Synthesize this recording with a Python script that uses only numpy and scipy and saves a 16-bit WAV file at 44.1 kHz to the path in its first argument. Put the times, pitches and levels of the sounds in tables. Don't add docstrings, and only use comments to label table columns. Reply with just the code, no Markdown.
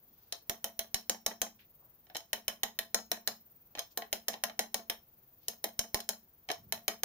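import sys
import numpy as np
from scipy import signal
from scipy.fft import rfft, irfft
from scipy.io import wavfile

SR = 44100
rng = np.random.default_rng(int(sys.argv[2]) if len(sys.argv) > 2 else 0)


def wrap_up_sound(samples):
    columns = np.atleast_2d(samples).T
    tamed = np.clip(columns, -1, 1)
    steps = np.round(tamed * 32767).astype(np.int16)
    wavfile.write(sys.argv[1], SR, steps)


N = 310464
AGE = np.arange(SR // 3) / SR
LEAD_S = .00008

BLOWS = [(0.4958, -2, -2, -1, 7), (0.6426, -3.5, -4, -1.5, -1), (0.7918, -4.5, 0, 0, 3),
         (0.9435, -1, 1.5, 4, 9.5), (1.0958, 4, -2, 2, 2.5), (1.263, 3.5, -2, 2, 5),
         (1.4167, 2.5, -1.5, 1.5, 3.5), (2.3308, -3, 3.5, -1.5, -0.5), (2.4804, -2, 3, 0.5, 4),
         (2.633, 0, 4, -1, 5), (2.7891, -6, 5.5, -1.5, 0.5), (2.9448, 5, 0, 2, 5),
         (3.116, 1.5, 1, -1.5, -14.5), (3.2747, 0, 2, 2, 0), (3.9741, -2.5, -5, -5, -10),
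         (4.1284, -0.5, 0, -1, 5), (4.283, 1.5, -1.5, 0, -4), (4.4375, 2, 0, -2.5, -2),
         (4.592, 4, 0.5, -1.5, -2), (4.7431, 1, -2, -.5, 1.5), (4.8982, -5.5, 3.5, -1, 0),
         (5.4831, -5.5, -4, 3.5, -1.5), (5.6413, 0, -2, -4, -23), (5.7919, 0.7, -.8, 5, 9.5),
         (5.9444, 4, -1.5, -1.5, 14), (6.0902, 0, -3.5, 2.5, -3), (6.7233, -1.6, 0.5, -2, -5),
         (6.8803, 1.5, 3, -1, 3.5), (7.0336, 1.5, -1.5, -1, 1)]
# start in seconds, relative force in dB, brightness in dB.
TOUCHES = [(0.3241, 7.5, 9), (1.3137, -8, -9), (2.068, -23, -1), (2.0995, -15, -6.5), (2.1485, 0.5, 2),
           (2.1548, 4, 0.5), (2.1668, 5, 11), (2.2045, -12, 4), (3.7513, -2, -1), (3.7745, -8, -4.5),
           (3.7845, 0, -0.5), (3.792, 9, 9), (4.0215, -1.5, -6.5), (4.333, -3.5, 4), (4.3395, 0.5, -3),
           (4.497, -4, -4.5), (6.0032, 1, 9.5), (6.4886, 3.5, -1), (6.494, -2.5, -7.5), (6.5015, 8, -4.5),
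           (6.5085, -6, 10), (6.5148, 7, 9)]
# frequency in Hz, relative level in dB, time to decay by 60 dB in seconds.
STEEL_MODES = [(1722, -13, 0.042), (1896, -3.5, 0.026), (2214, -3.5, 0.017), (3098, -1, 0.021),
               (3754, -7.5, 0.02), (4063, -1.5, 0.021), (4130, -25, 0.14), (6258, -2.5, 0.023),
               (6570, -27.5, 0.21), (7780, -3, 0.0045), (9200, -5, 0.028), (10900, -2, .014),
               (13400, -6.5, .008)]
WOOD_MODES = [(426, -10.5, 0.041), (472.7, -14.5, 0.072), (552, -9.5, 0.051), (622.7, -1, 0.039),
              (679.8, -11, 0.17), (718.6, -4, 0.044), (827.6, -4.5, .035), (887, -11.5, 0.067),
              (1044, -13, 0.065), (1129, -14, 0.053)]
ROOM_MODES = [(124, -15, 0.18), (197.5, -1, 0.35), (225, 4.5, 0.36), (265, -10.5, .2)]

REGISTER_EDGES = [(400, 1100), (1400, 2600), (2600, 4600), (4800, 7500), (9000, 15500)]
REGISTER_HZ = [700, 2000, 3500, 6000, 12000]
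BLOW_DB = (-42.5, -43, -38.5, -36, -35)
REBOUND_DB = (-57.5, -63, -67.5, -70, -77.5)
TOUCH_DB = (-50.5, -53, -49, -54, -60.5)
FORCE_SHARE = (0.94, 0.72, 0.21, 0.88, 0.14)
CLANK_SHARE = (0, 1.2, .85, 0.041, 0.053)
EDGE_SHARE = (-0.71, -0.54, 0.035, 0.96, -0.048)
BRIGHT_SHARE = (-0.84, -0.83, -0.0026, .6, 1)

# peak time, rise and fall in seconds, centre in Hz, peak level in dB.
RUBS = [(0.115, 0.039, 0.042, 206, -70.5), (0.201, 0.12, 0.22, 1030, -80.5), (0.218, 0.2, 0.24, 4160, -77),
        (1.594, 0.0052, 0.075, 2600, -63), (1.83, 0.04, 0.11, 760, -72.5), (3.913, 0.011, 0.037, 4860, -66),
        (5.439, 0.05, 0.088, 3970, -73), (6.69, 0.15, 0.14, 117, -58)]
# frequency in Hz, relative level in dB.
CRACK_SPECTRUM = [(100, -19), (320, -6), (520, -8.5), (800, 1), (1150, -8.5), (1500, 1.5), (2600, 4),
                  (4700, 3), (7000, 5.5), (10000, 4.5), (12500, 6), (14500, 8.5), (16000, -4.5)]
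REVERB_SPECTRUM = [(100, -24.5), (300, 4.5), (600, -1.5), (1100, 7), (2000, -3), (4000, -3), (6500, -4.5),
                   (10000, -7.5), (15000, -4)]
HISS_SPECTRUM = [(12300, -34), (13000, -19), (13400, -10), (14000, -5), (14450, 0), (14800, -2), (15250, 0),
                 (15500, -6), (15750, -7), (15900, -35)]
AIR_SPECTRUM = [(20, -11.5), (55, -2.5), (140, -2.5), (300, -8.5), (700, -12.5), (1400, -19.5), (3000, -24),
                (7000, -25.5), (12000, -25.5), (16000, -20)]
# time in seconds, pulses per second.
HISS_RATE = [(0, 20.4), (1.9, 20.4), (2.1, 19.77), (5, 19.77), (5.3, 19.9), (7, 19.9)]
# time in seconds, level in dB.
HISS_LEVEL = [(0, -62.5), (.5, -65.5), (1.5, -68), (1.799, -62), (2.499, -70.5), (3.502, -62), (4.5, -69),
              (5.301, -63), (6.3, -65), (6.999, -62.5)]
# frequency in Hz, left over right in dB.
PORT_BALANCE = [(100, -1.5), (300, -.5), (700, -.5), (1050, 4.5), (1500, 3), (2300, -2), (3200, -2),
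                (4300, 1.5), (6300, -.5), (9500, -2), (14000, 0)]


def blows(jerk_level_db=-47.5, boom_db=-54.5, build_s=0.011, pan_db=0.24, aim_spread_db=1.47):
    out = np.zeros((2, N))
    boom = ring(ROOM_MODES, scatter_db=0, detune=0, spread_rad=.15) * (1 - np.exp(-AGE / build_s))
    for s, force_db, clank_db, edge_db, jerk_db in BLOWS:
        aim, late, size = rng.standard_normal(3)
        band_db = BLOW_DB + np.dot([force_db, clank_db, edge_db], [FORCE_SHARE, CLANK_SHARE, EDGE_SHARE])
        strike = contact(band_db, tang_note(s)) * sides(pan_db + aim_spread_db * aim)
        add(out, s, workshop(strike))
        add(out, s, undb(jerk_level_db + jerk_db) * handle_jerk() + undb(boom_db + force_db) * boom)
        rebound = contact(np.add(REBOUND_DB, force_db + 1.5 * size), tang_note(s))
        add(out, s + .049 + .004 * late, workshop(rebound))
    return out


def touches():
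    out = np.zeros((2, N))
    for s, force_db, bright_db in TOUCHES:
        band_db = np.add(TOUCH_DB, force_db) + np.multiply(BRIGHT_SHARE, bright_db)
        add(out, s, workshop(contact(band_db, tang_note(s))))
    return out


def contact(band_db, tang_hz, steel_db=-1.0, wood_db=-11, wood_rise_s=0.0024, rise_s=0.00023):
    tang_modes = [(tang_hz, 1, .018), (tang_hz, -23, .23)]
    steel = ring(STEEL_MODES + tang_modes, scatter_db=2, detune=.007, spread_rad=.8)
    wood = ring(WOOD_MODES, scatter_db=3.0, detune=0.01, spread_rad=0.29)
    wood *= 1 - np.exp(-AGE / wood_rise_s)
    sound = crack() + undb(steel_db) * steel + undb(wood_db) * wood
    return weight_registers(sound * (1 - np.exp(-AGE / rise_s)), band_db)


def crack(snap_db=7, snap_t60=0.0031, clatter_t60=0.026):
    noise = rng.standard_normal(len(AGE))
    snap = np.vstack([noise, np.roll(noise, round(LEAD_S * SR))]) * fade(snap_t60)
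    clatter = diffuse(len(AGE), alike_hz=1200) * fade(clatter_t60)
    return colour(undb(snap_db) * snap + clatter, CRACK_SPECTRUM)


def ring(modes, scatter_db, detune, spread_rad):
    out = 0
    for hz, db, t60 in modes:
        size, tune, skew = rng.standard_normal(3)
        phase = 2 * np.pi * hz * ((1 + detune * tune) * AGE + np.array([[LEAD_S], [0]]))
        phase = phase + rng.uniform(0, 2 * np.pi) + spread_rad * skew * np.array([[1], [-1]])
        out = out + undb(db + scatter_db * size) * fade(t60) * np.sin(phase)
    return out


def tang_note(s, first_hz=5540, later_hz=5360, first_run_ends_s=1.7, spread_hz=62):
    note_hz = first_hz if s < first_run_ends_s else later_hz
    return note_hz + spread_hz * rng.standard_normal()


def weight_registers(sound, band_db):
    count = SR // 50
    power = np.mean(np.abs(rfft(sound[:, :count])) ** 2, axis=0) * 2 / count ** 2
    freq = np.arange(len(power)) * SR / count
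    own_db = [10 * np.log10(power[(freq > lo) & (freq < hi)].sum()) for lo, hi in REGISTER_EDGES]
    return colour(sound, list(zip(REGISTER_HZ, np.array(band_db) - own_db)))


def handle_jerk(push_s=0.0011, leak_hz=14, skew_db=3):
    pull = -AGE / push_s * np.exp(1 - AGE / push_s)
    leak = signal.butter(1, leak_hz, "high", fs=SR, output="sos")
    return signal.sosfilt(leak, pull) * sides(-0.5 + skew_db * rng.standard_normal())


def workshop(x, wet_db=-4, low_t60=0.17, high_t60=0.2, gap_s=0.002, split_hz=2500, grit_db=5):
    noise = diffuse(len(AGE), alike_hz=1050) * undb(grit_db * rng.standard_normal(len(AGE)))
    low = signal.sosfilt(signal.butter(1, split_hz, fs=SR, output="sos"), noise)
    onset = 1 - np.exp(-(AGE / gap_s) ** 2)
    tail = (low * fade(low_t60) + (noise - low) * fade(high_t60)) * onset
    tail = colour(unit(tail) / np.sqrt(len(AGE)), REVERB_SPECTRUM)
    return x + undb(wet_db) * signal.fftconvolve(x, tail, axes=1)[:, :len(AGE)]


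def glove(edge_ratio=1.495):
    out = 0
    for s, rise, fall, hz, db in RUBS:
        band = signal.butter(2, [hz / edge_ratio, hz * edge_ratio], "band", fs=SR, output="sos")
        rub = unit(signal.sosfilt(band, diffuse(N, alike_hz=1180)))
        swell = np.interp(np.arange(N) / SR, [s - rise, s, s + fall], [0, 1, 0])
        out = out + undb(db) * rub * swell
    return out


def high_hiss(depth_db=5.0, first_peak_s=.039, pan_db=3.0):
    time = np.arange(N) / SR
    rate = np.interp(time, *np.transpose(HISS_RATE))
    level_db = np.interp(time, *np.transpose(HISS_LEVEL))
    turns = np.cumsum(rate) / SR - first_peak_s * rate[0]
    hiss = colour(rng.standard_normal((2, N)), HISS_SPECTRUM) * undb(depth_db * np.cos(2 * np.pi * turns))
    return undb(level_db) * unit(hiss) * sides(pan_db)


def room_tone(level_db=-70):
    return undb(level_db) * unit(colour(diffuse(N, alike_hz=1130), AIR_SPECTRUM))


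def diffuse(count, alike_hz):
    mid, side = rfft(rng.standard_normal((2, count)))
    freq = np.arange(len(mid)) * SR / count
    coherence = .93 / (1 + (freq / alike_hz) ** 4)
    spectrum = mid * np.sqrt(1 + coherence) + side * np.sqrt(1 - coherence) * np.array([[1], [-1]])
    return unit(irfft(spectrum, count))


def colour(x, points, size=2048):
    hz, db = np.transpose(sorted(points))
    freq = np.arange(size // 2 + 1) * SR / size
    gain = undb(np.interp(np.log(freq + 1), np.log(hz), db))
    cepstrum = irfft(np.log(gain))
    cepstrum[1:size // 2] *= 2
    cepstrum[size // 2 + 1:] = 0
    response = irfft(np.exp(rfft(cepstrum)))
    return signal.fftconvolve(x, response[None], axes=1)[:, :x.shape[1]]


def fade(t60):
    return np.exp(-np.log(1000) * AGE / t60)


def sides(pan_db):
    return undb(np.array([[pan_db], [-pan_db]]) / 2)


def undb(db):
    return 10 ** (np.asarray(db) / 20)


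def unit(x):
    return x / np.sqrt(np.mean(x ** 2))


def add(track, s, sound):
    start = max(int(s * SR), 0)
    part = track[:, start:start + sound.shape[1]]
    part += sound[:, :part.shape[1]]


def scene():
    return blows() + touches() + glove() + high_hiss() + room_tone()


def record(dry, notch_hz=8200, notch_db=-12, top_hz=16300):
    left = colour(dry[:1], [(hz, db / 2) for hz, db in PORT_BALANCE])
    right = colour(dry[1:], [(hz, -db / 2) for hz, db in PORT_BALANCE])
    notch = [(6800, 0), (7500, -3), (notch_hz, notch_db), (9100, -3), (10000, 0)]
    ported = colour(np.vstack([left, right]), notch)
    rolled = colour(ported, [(15300, 0), (15700, -3), (16100, -12)])
    return signal.sosfilt(signal.ellip(8, .2, 70, top_hz, fs=SR, output="sos"), rolled)


dry = scene()
out = record(dry)
wrap_up_sound(out)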